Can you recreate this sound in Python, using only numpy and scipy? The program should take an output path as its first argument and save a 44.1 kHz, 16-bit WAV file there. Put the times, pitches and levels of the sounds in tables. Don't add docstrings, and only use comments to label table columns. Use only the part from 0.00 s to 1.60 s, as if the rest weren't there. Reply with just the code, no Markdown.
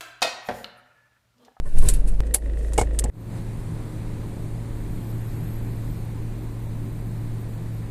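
import sys
import numpy as np
from scipy import signal
from scipy.fft import rfft, irfft
from scipy.io import wavfile
from scipy.ndimage import map_coordinates

SR = 44100
rng = np.random.default_rng(int(sys.argv[2]) if len(sys.argv) > 2 else 0)


def dump(signal):
    limited = np.clip(np.atleast_2d(signal).T, -1, 1)
    pcm = np.round(limited * 32767).astype(np.int16)
    wavfile.write(sys.argv[1], SR, pcm)


def amplitude_ratio(level_db):
    exponent = np.asarray(level_db, float) / 20
    return 10 ** exponent


N = 70560

# frequency in Hz, t60 in seconds.
KITCHEN_T60 = [(100, 0.87), (400, 0.58), (1500, 0.9), (5000, 0.54), (12000, 0.33)]
WET_DB = {"slap": 0.5, "knock": -6, "board": -10.5, "landing": -8, "click": -10.5, "tick": -10}

# frequency in Hz, level in dB.
AIR_COLOUR = [(15, -54.5), (50, -2), (120, -0.5), (300, -13.5), (1000, -13), (4000, -19), (12900, -28),
              (16000, -26)]
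# time in seconds, level in dB.
HUM_LEVEL = [(0, -65.5), (1.33, -67.5), (1.45, -79), (1.6, -80.5)]

# time in seconds, level in dB.
SWAY_LEVEL = [(-.05, -88), (.12, -65), (.2, -77), (.55, -78), (.75, -81), (1.6, -75.5)]
# frequency in Hz, level in dB.
SWAY_COLOUR = [(25, -32), (45, 4.5), (70, -3.5), (110, -31.5)]

# start in seconds, level in dB, t60 in seconds.
SLAPS = [
    (.0078, -30, 0.033),
    (.153, -65, .02),
    (.208, -50, 0.043),
]
# frequency in Hz, level in dB.
SLAP_COLOUR = [(150, -45.5), (300, 2.5), (500, -17.5), (700, -4), (1500, -6.5), (3000, -8), (8000, -10),
               (15500, -19.5)]
# centre in Hz, width in Hz, level in dB.
SLAP_PEAKS = [(1090, 200, -4), (1600, 260, 7), (3006, 110, 14)]
# frequency in Hz, level in dB, t60 in seconds.
BOWL_MODES = [(690.7, -55, 0.42), (1090, -52.5, 0.17), (1317, -53.5, 0.49), (1560, -53.5, 0.96),
              (1630, -61.5, 0.666), (1610, -53, 0.21), (2426, -64, 0.9), (3190, -73, 0.46),
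              (4020, -53, 0.28), (4770, -63.5, .4)]

# start in seconds, level in dB, t60 in seconds.
KNOCKS = [
    (.2190, -19, 0.11),
    (.2258, -19, 0.035),
    (.2292, -34, 0.017),
]
# frequency in Hz, level in dB.
KNOCK_COLOUR = [(150, -32), (300, -11), (700, -2.5), (1700, -9.5), (3000, -9.5), (3700, -3.5),
                (5500, -10.5), (15500, -30)]
# frequency in Hz, level in dB, t60 in seconds.
PIN_MODES = [(1344, -7, 0.3), (2600, -13, 0.22), (3256, -13.5, 0.27), (3630, 4, 0.22), (3740, 1, 0.059),
             (4880, -5, 0.31), (5330, -4, .1), (5690, -6, 0.45), (5700, -8.5, 0.2), (6460, -11, 0.17),
             (9400, -25, 0.17)]
PAIR_HZ = [1896, 1900, 2522.5, 2526.5]
PAIR_DB = [-34.5, -33]
PAIR_T60_S = [.55, .6]
# start in seconds, level in dB.
GRIP_SHIFT = [
    (.362, 0),
]
# frequency in Hz, level in dB, t60 in seconds.
GRIP_MODES = [(1898, -37, .22), (2525, -42, .35)]
# start in seconds, level in dB.
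THUMPS = [
    (.2192, -27.5),
    (.2245, -27),
    (.2462, -20),
    (.2525, -27),
    (.271, -27),
]
# frequency in Hz, level in dB, t60 in seconds.
BOARD_MODES = [(306, -8, 0.035), (532.6, -7.5, 0.1), (644, -5.5, 0.065), (678, 3.5, 0.059),
               (704, -10, 0.066), (870, 8, 0.01), (1392, -17.5, 0.043)]

# time in seconds, level in dB.
PALM_LEVEL = [(.40, -80), (.47, -51), (.52, -57), (.57, -51.5), (.63, -54.5), (.69, -69), (.76, -100)]
# frequency in Hz, level in dB.
PALM_COLOUR = [(1200, -1), (3000, -1), (6000, -2), (9000, -5), (15000, -4)]
# centre in Hz, width in Hz, level in dB.
PALM_PEAKS = [(7000, 250, 4.5), (9700, 350, 4), (12650, 450, 4)]

# start in seconds, level in dB.
LANDINGS = [(.4873, -24.5), (.4885, -15.5), (.4928, -32.5), (.4953, -19), (.5036, -21), (.512, -24.5),
            (.524, -29.5), (.548, -31.5), (.567, -39), (.577, -35), (.592, -56), (.603, -32)]
# frequency in Hz, level in dB, t60 in seconds.
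COUNTER_MODES = [(232, -12.5, 0.074), (405.5, -22, 0.072), (484.5, -15, 0.063), (544, -7.5, 0.1),
                 (585, -5.5, 0.037), (708, 5.5, 0.015), (842, -4.5, 0.014), (990, -19, 0.015)]
# frequency in Hz, level in dB, t60 in seconds.
THUD_MODES = [(49.4, -40, 0.49), (85, -43.5, 0.43), (116.4, -39, 0.41), (165.3, -40.5, 0.4)]
# start in seconds, level in dB, t60 in seconds.
LAND_CRACKS = [
    (.487, -30.5, 0.078),
    (.509, -42.5, 0.085),
]
# frequency in Hz, level in dB.
LAND_COLOUR = [(800, 0), (1500, 11.5), (3500, 0), (5500, -7), (7000, -15), (15000, -26)]

# start in seconds, level in dB, t60 in seconds.
CRUMBS = [
    (.603, -65, 0.0083),
    (1.382, -63, .03),
    (1.417, -76, 0.018),
    (1.449, -54, 0.049),
]
# frequency in Hz, level in dB.
CRUMB_COLOUR = [(1200, -32), (2000, -3), (4000, 3.5), (6000, 3), (9000, -5.5), (15000, -12)]

# start in seconds, level in dB.
CLICKS = [
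    (.6440, -28.5),
    (.6477, -36.5),
]
# frequency in Hz, level in dB, t60 in seconds.
PEG_MODES = [(920, -5, 0.0044), (1500, 6.5, 0.0053), (2250, 5, 0.0056), (2930, 5.5, 0.0091),
             (3670, 4, 0.0095), (4030, 8, 0.0054), (7060, -13, 0.0051), (9600, -13, 0.0055),
             (13500, -15, .004)]

# time in seconds, level in dB.
ROLL_LEVEL = [(.645, -46.5), (.78, -59), (.87, -63), (.95, -63.5), (1.05, -67.5), (1.13, -71.5), (1.2, -78),
              (1.3, -90)]
# centre in Hz, width in Hz, level in dB.
AXLE_PEAKS = [(587, 84, -3), (914, 110, -9), (1382, 240, 0.5), (1760, 170, -0.5), (2255, 420, -12.5),
              (2540, 290, -12), (2770, 55, -5)]
# time in seconds, level in dB.
CREAK_LEVEL = [(.74, -99), (.79, -55), (.84, -82), (1.29, -96), (1.335, -70.5), (1.38, -89)]
# centre in Hz, width in Hz, level in dB.
CREAK_PEAKS = [(1336, 110, 0.0034)]
# time in seconds, level in dB.
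SING_LEVEL = [(.92, -85), (.96, -65), (1.03, -63), (1.07, -70), (1.13, -68.5), (1.2, -82), (1.26, -93)]
# frequency in Hz, level in dB.
RUB_COLOUR = [(100, -45), (220, 1.5), (5000, -10.0), (8000, -14.5)]

# time in seconds, level in dB.
SQUEAK_LEVEL = [(.76, -100), (.775, -66.5), (.795, -70), (.81, -100)]
# centre in Hz, width in Hz, level in dB.
SQUEAK_PEAKS = [(9630, 390, -5), (11700, 410, -12), (12700, 300, -27)]
# frequency in Hz, level in dB.
SQUEAK_COLOUR = [(6000, -21), (9000, 0)]

# time in seconds, level in dB.
BARE_LEVEL = [(1.34, -85), (1.38, -66), (1.425, -56), (1.45, -60), (1.485, -58.5), (1.52, -66.5),
              (1.545, -83), (1.6, -82)]
# centre in Hz, width in Hz, level in dB.
TOP_PEAKS = [(244, 26.5, 4), (493, 150, -2), (630, 98, -11.5), (934, 74, -8), (1150, 78, -8.5),
             (1270, 59, -17), (3260, 590, -16), (4100, 200, -14)]
# frequency in Hz, level in dB.
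GRIT_COLOUR = [(1500, 14), (3500, -7), (7000, 0), (15000, -6)]

# start in seconds, level in dB.
TICKS = [
    (1.4818, -47),
    (1.491, -66),
    (1.5668, -47),
    (1.577, -62),
]
# frequency in Hz, level in dB, t60 in seconds.
HANDLE_MODES = [(785, 8.5, 0.022), (920, -5, 0.043), (1270, -6.5, 0.035), (1500, -0.5, 0.018),
                (1680, -8, 0.035)]

T = np.arange(N) / SR


def unit(x):
    return x / np.sqrt(np.mean(x ** 2) + 1e-20)


def along(points, hz):
    f, v = np.transpose(points)
    return np.interp(np.log(hz + 1), np.log(f + 1), v)


def level(rows):
    s, db = np.transpose(rows)
    return amplitude_ratio(np.interp(T, s, db, left=-np.inf))


def wobble(knots_per_s):
    knots = rng.standard_normal(int(N * knots_per_s / SR) + 4)
    return map_coordinates(knots, [T * knots_per_s])


def noise(colour, peaks=(), base=1):
    f = np.fft.rfftfreq(N, 1 / SR)
    gain = base
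    for centre, width, db in peaks:
        bend = (width * f) ** 2
        gain = gain + amplitude_ratio(db) * bend / ((centre ** 2 - f ** 2) ** 2 + bend)
    spectrum = rfft(rng.standard_normal(N)) * amplitude_ratio(along(colour, f))
    return unit(irfft(spectrum * gain, N))


def bursts(rows, sound, rise_s=0.00047):
    gain = 0
    for s, db, t60 in rows:
        decay = amplitude_ratio(db - 60 * np.clip(T - s, 0, 2) / t60)
        gain = gain + decay * np.clip((T - s) / rise_s, 0, 1)
    return sound * gain


def rung(rows, modes, vary_db=2, rise_s=0.0016, shaky=False):
    out = 0
    for s, db in rows:
        u = np.clip(T - s, 0, 2)
        luck = rng.standard_normal(len(modes))
        for (hz, mode_db, t60), k in zip(modes, luck):
            turn_rad, sway_db = 0, 0
            if shaky:
                turn_rad, sway_db = 1.6 * wobble(70), 3 * wobble(70)
            decay = amplitude_ratio(db + mode_db + vary_db * k + sway_db - 60 * u / t60)
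            out = out + decay * (1 - np.exp(-u / rise_s)) * np.sin(2 * np.pi * hz * u + turn_rad)
    return out


def kitchen(x, wet_db):
    hz, t, z = signal.stft(rng.standard_normal(SR), SR, nperseg=256)
    decay = amplitude_ratio(-60 * t / along(KITCHEN_T60, hz)[:, None])
    tail = signal.istft(z * decay, SR, nperseg=256)[1]
    late = np.pad(x, (130, 0))
    return x + amplitude_ratio(wet_db) * signal.fftconvolve(late, tail / np.linalg.norm(tail))[:N]


def room_tone():
    hum_hz = 119.5
    sway_db, turn_rad = 1.7 * wobble(8), 0.33 * wobble(5)
    hum = level(HUM_LEVEL) * amplitude_ratio(sway_db) * np.sin(2 * np.pi * hum_hz * T + turn_rad)
    return hum + amplitude_ratio(-70) * noise(AIR_COLOUR)


def counter_sway():
    return level(SWAY_LEVEL) * noise([(6.7, -120)] + SWAY_COLOUR + [(200, -120)])


def slap():
    smack = bursts(SLAPS, noise(SLAP_COLOUR, SLAP_PEAKS))
    bowl = rung([(SLAPS[0][0], 0)], BOWL_MODES, shaky=True)
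    return kitchen(smack + bowl, WET_DB["slap"])


def knock():
    start_s = KNOCKS[0][0]
    clatter = bursts(KNOCKS, noise(KNOCK_COLOUR), rise_s=0.000079)
    pairs = []
    for k, hz in enumerate(PAIR_HZ):
        weaker_db = -0.7 * (k % 2)
        pairs.append((hz, PAIR_DB[k // 2] + weaker_db, PAIR_T60_S[k // 2]))
    ring = rung([(start_s, -30)], PIN_MODES, shaky=True)
    ring = ring + rung([(start_s, 0)], pairs, vary_db=0)
    ring = ring + rung(GRIP_SHIFT, GRIP_MODES, vary_db=0, rise_s=0.028)
    board = kitchen(rung(THUMPS, BOARD_MODES), WET_DB["board"])
    return kitchen(clatter, WET_DB["knock"]) + board + kitchen(ring, wet_db=-18)


def palm_slide():
    return level(PALM_LEVEL) * amplitude_ratio(1.18 * wobble(40.3)) * noise(PALM_COLOUR, PALM_PEAKS)


def landing():
    thud = rung([(LANDINGS[0][0], 0)], THUD_MODES, rise_s=0.018)
    top = rung(LANDINGS, COUNTER_MODES, rise_s=0.0011)
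    cracks = bursts(LAND_CRACKS, noise(LAND_COLOUR))
    return thud + kitchen(top + cracks, WET_DB["landing"])


def crumbs():
    return kitchen(bursts(CRUMBS, noise(CRUMB_COLOUR)), WET_DB["tick"])


def handle_clicks():
    return kitchen(rung(CLICKS, PEG_MODES, rise_s=0.00025), WET_DB["click"])


def bumps():
    return amplitude_ratio(2.5 * wobble(60))


def axle():
    rub = level(ROLL_LEVEL) * bumps() * noise(RUB_COLOUR, AXLE_PEAKS, base=0.039)
    creak = level(CREAK_LEVEL) * noise(RUB_COLOUR, CREAK_PEAKS, base=0.019)
    sing_hz = 1718
    sway_db, turn_rad = 2.5 * wobble(50), 1.4 * wobble(60)
    sing = level(SING_LEVEL) * amplitude_ratio(sway_db) * np.sin(2 * np.pi * sing_hz * T + turn_rad)
    return rub + creak + sing


def squeak():
    return level(SQUEAK_LEVEL) * noise(SQUEAK_COLOUR, SQUEAK_PEAKS, base=0.039)


def bare_top():
    rumble = bumps() * noise(RUB_COLOUR, TOP_PEAKS, base=0.047)
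    grit = amplitude_ratio(-11.5 + 3.2 * wobble(110)) * noise(GRIT_COLOUR)
    return level(BARE_LEVEL) * (rumble + grit)


def handle_ticks():
    return kitchen(rung(TICKS, HANDLE_MODES, rise_s=0.00083), WET_DB["tick"])


def scene():
    hand = counter_sway() + slap() + palm_slide() + squeak()
    pin = knock() + landing() + handle_clicks() + handle_ticks()
    rolling = axle() + bare_top() + crumbs()
    return (room_tone() + hand + pin + rolling)[None]


def roll_off(x):
    return signal.sosfilt(signal.butter(12, 16460, fs=SR, output="sos"), x)


def record(dry):
    low_hz, top_hz = 40, 15250
    f = np.fft.rfftfreq(2 * N, 1 / SR)
    band = f ** 2 / (f ** 2 + low_hz ** 2) / (1 + (f / top_hz) ** 60)
    mix = irfft(rfft(dry, 2 * N) * band)[:, :N]
    return roll_off(mix)


dry = scene()
out = record(dry)
dump(out)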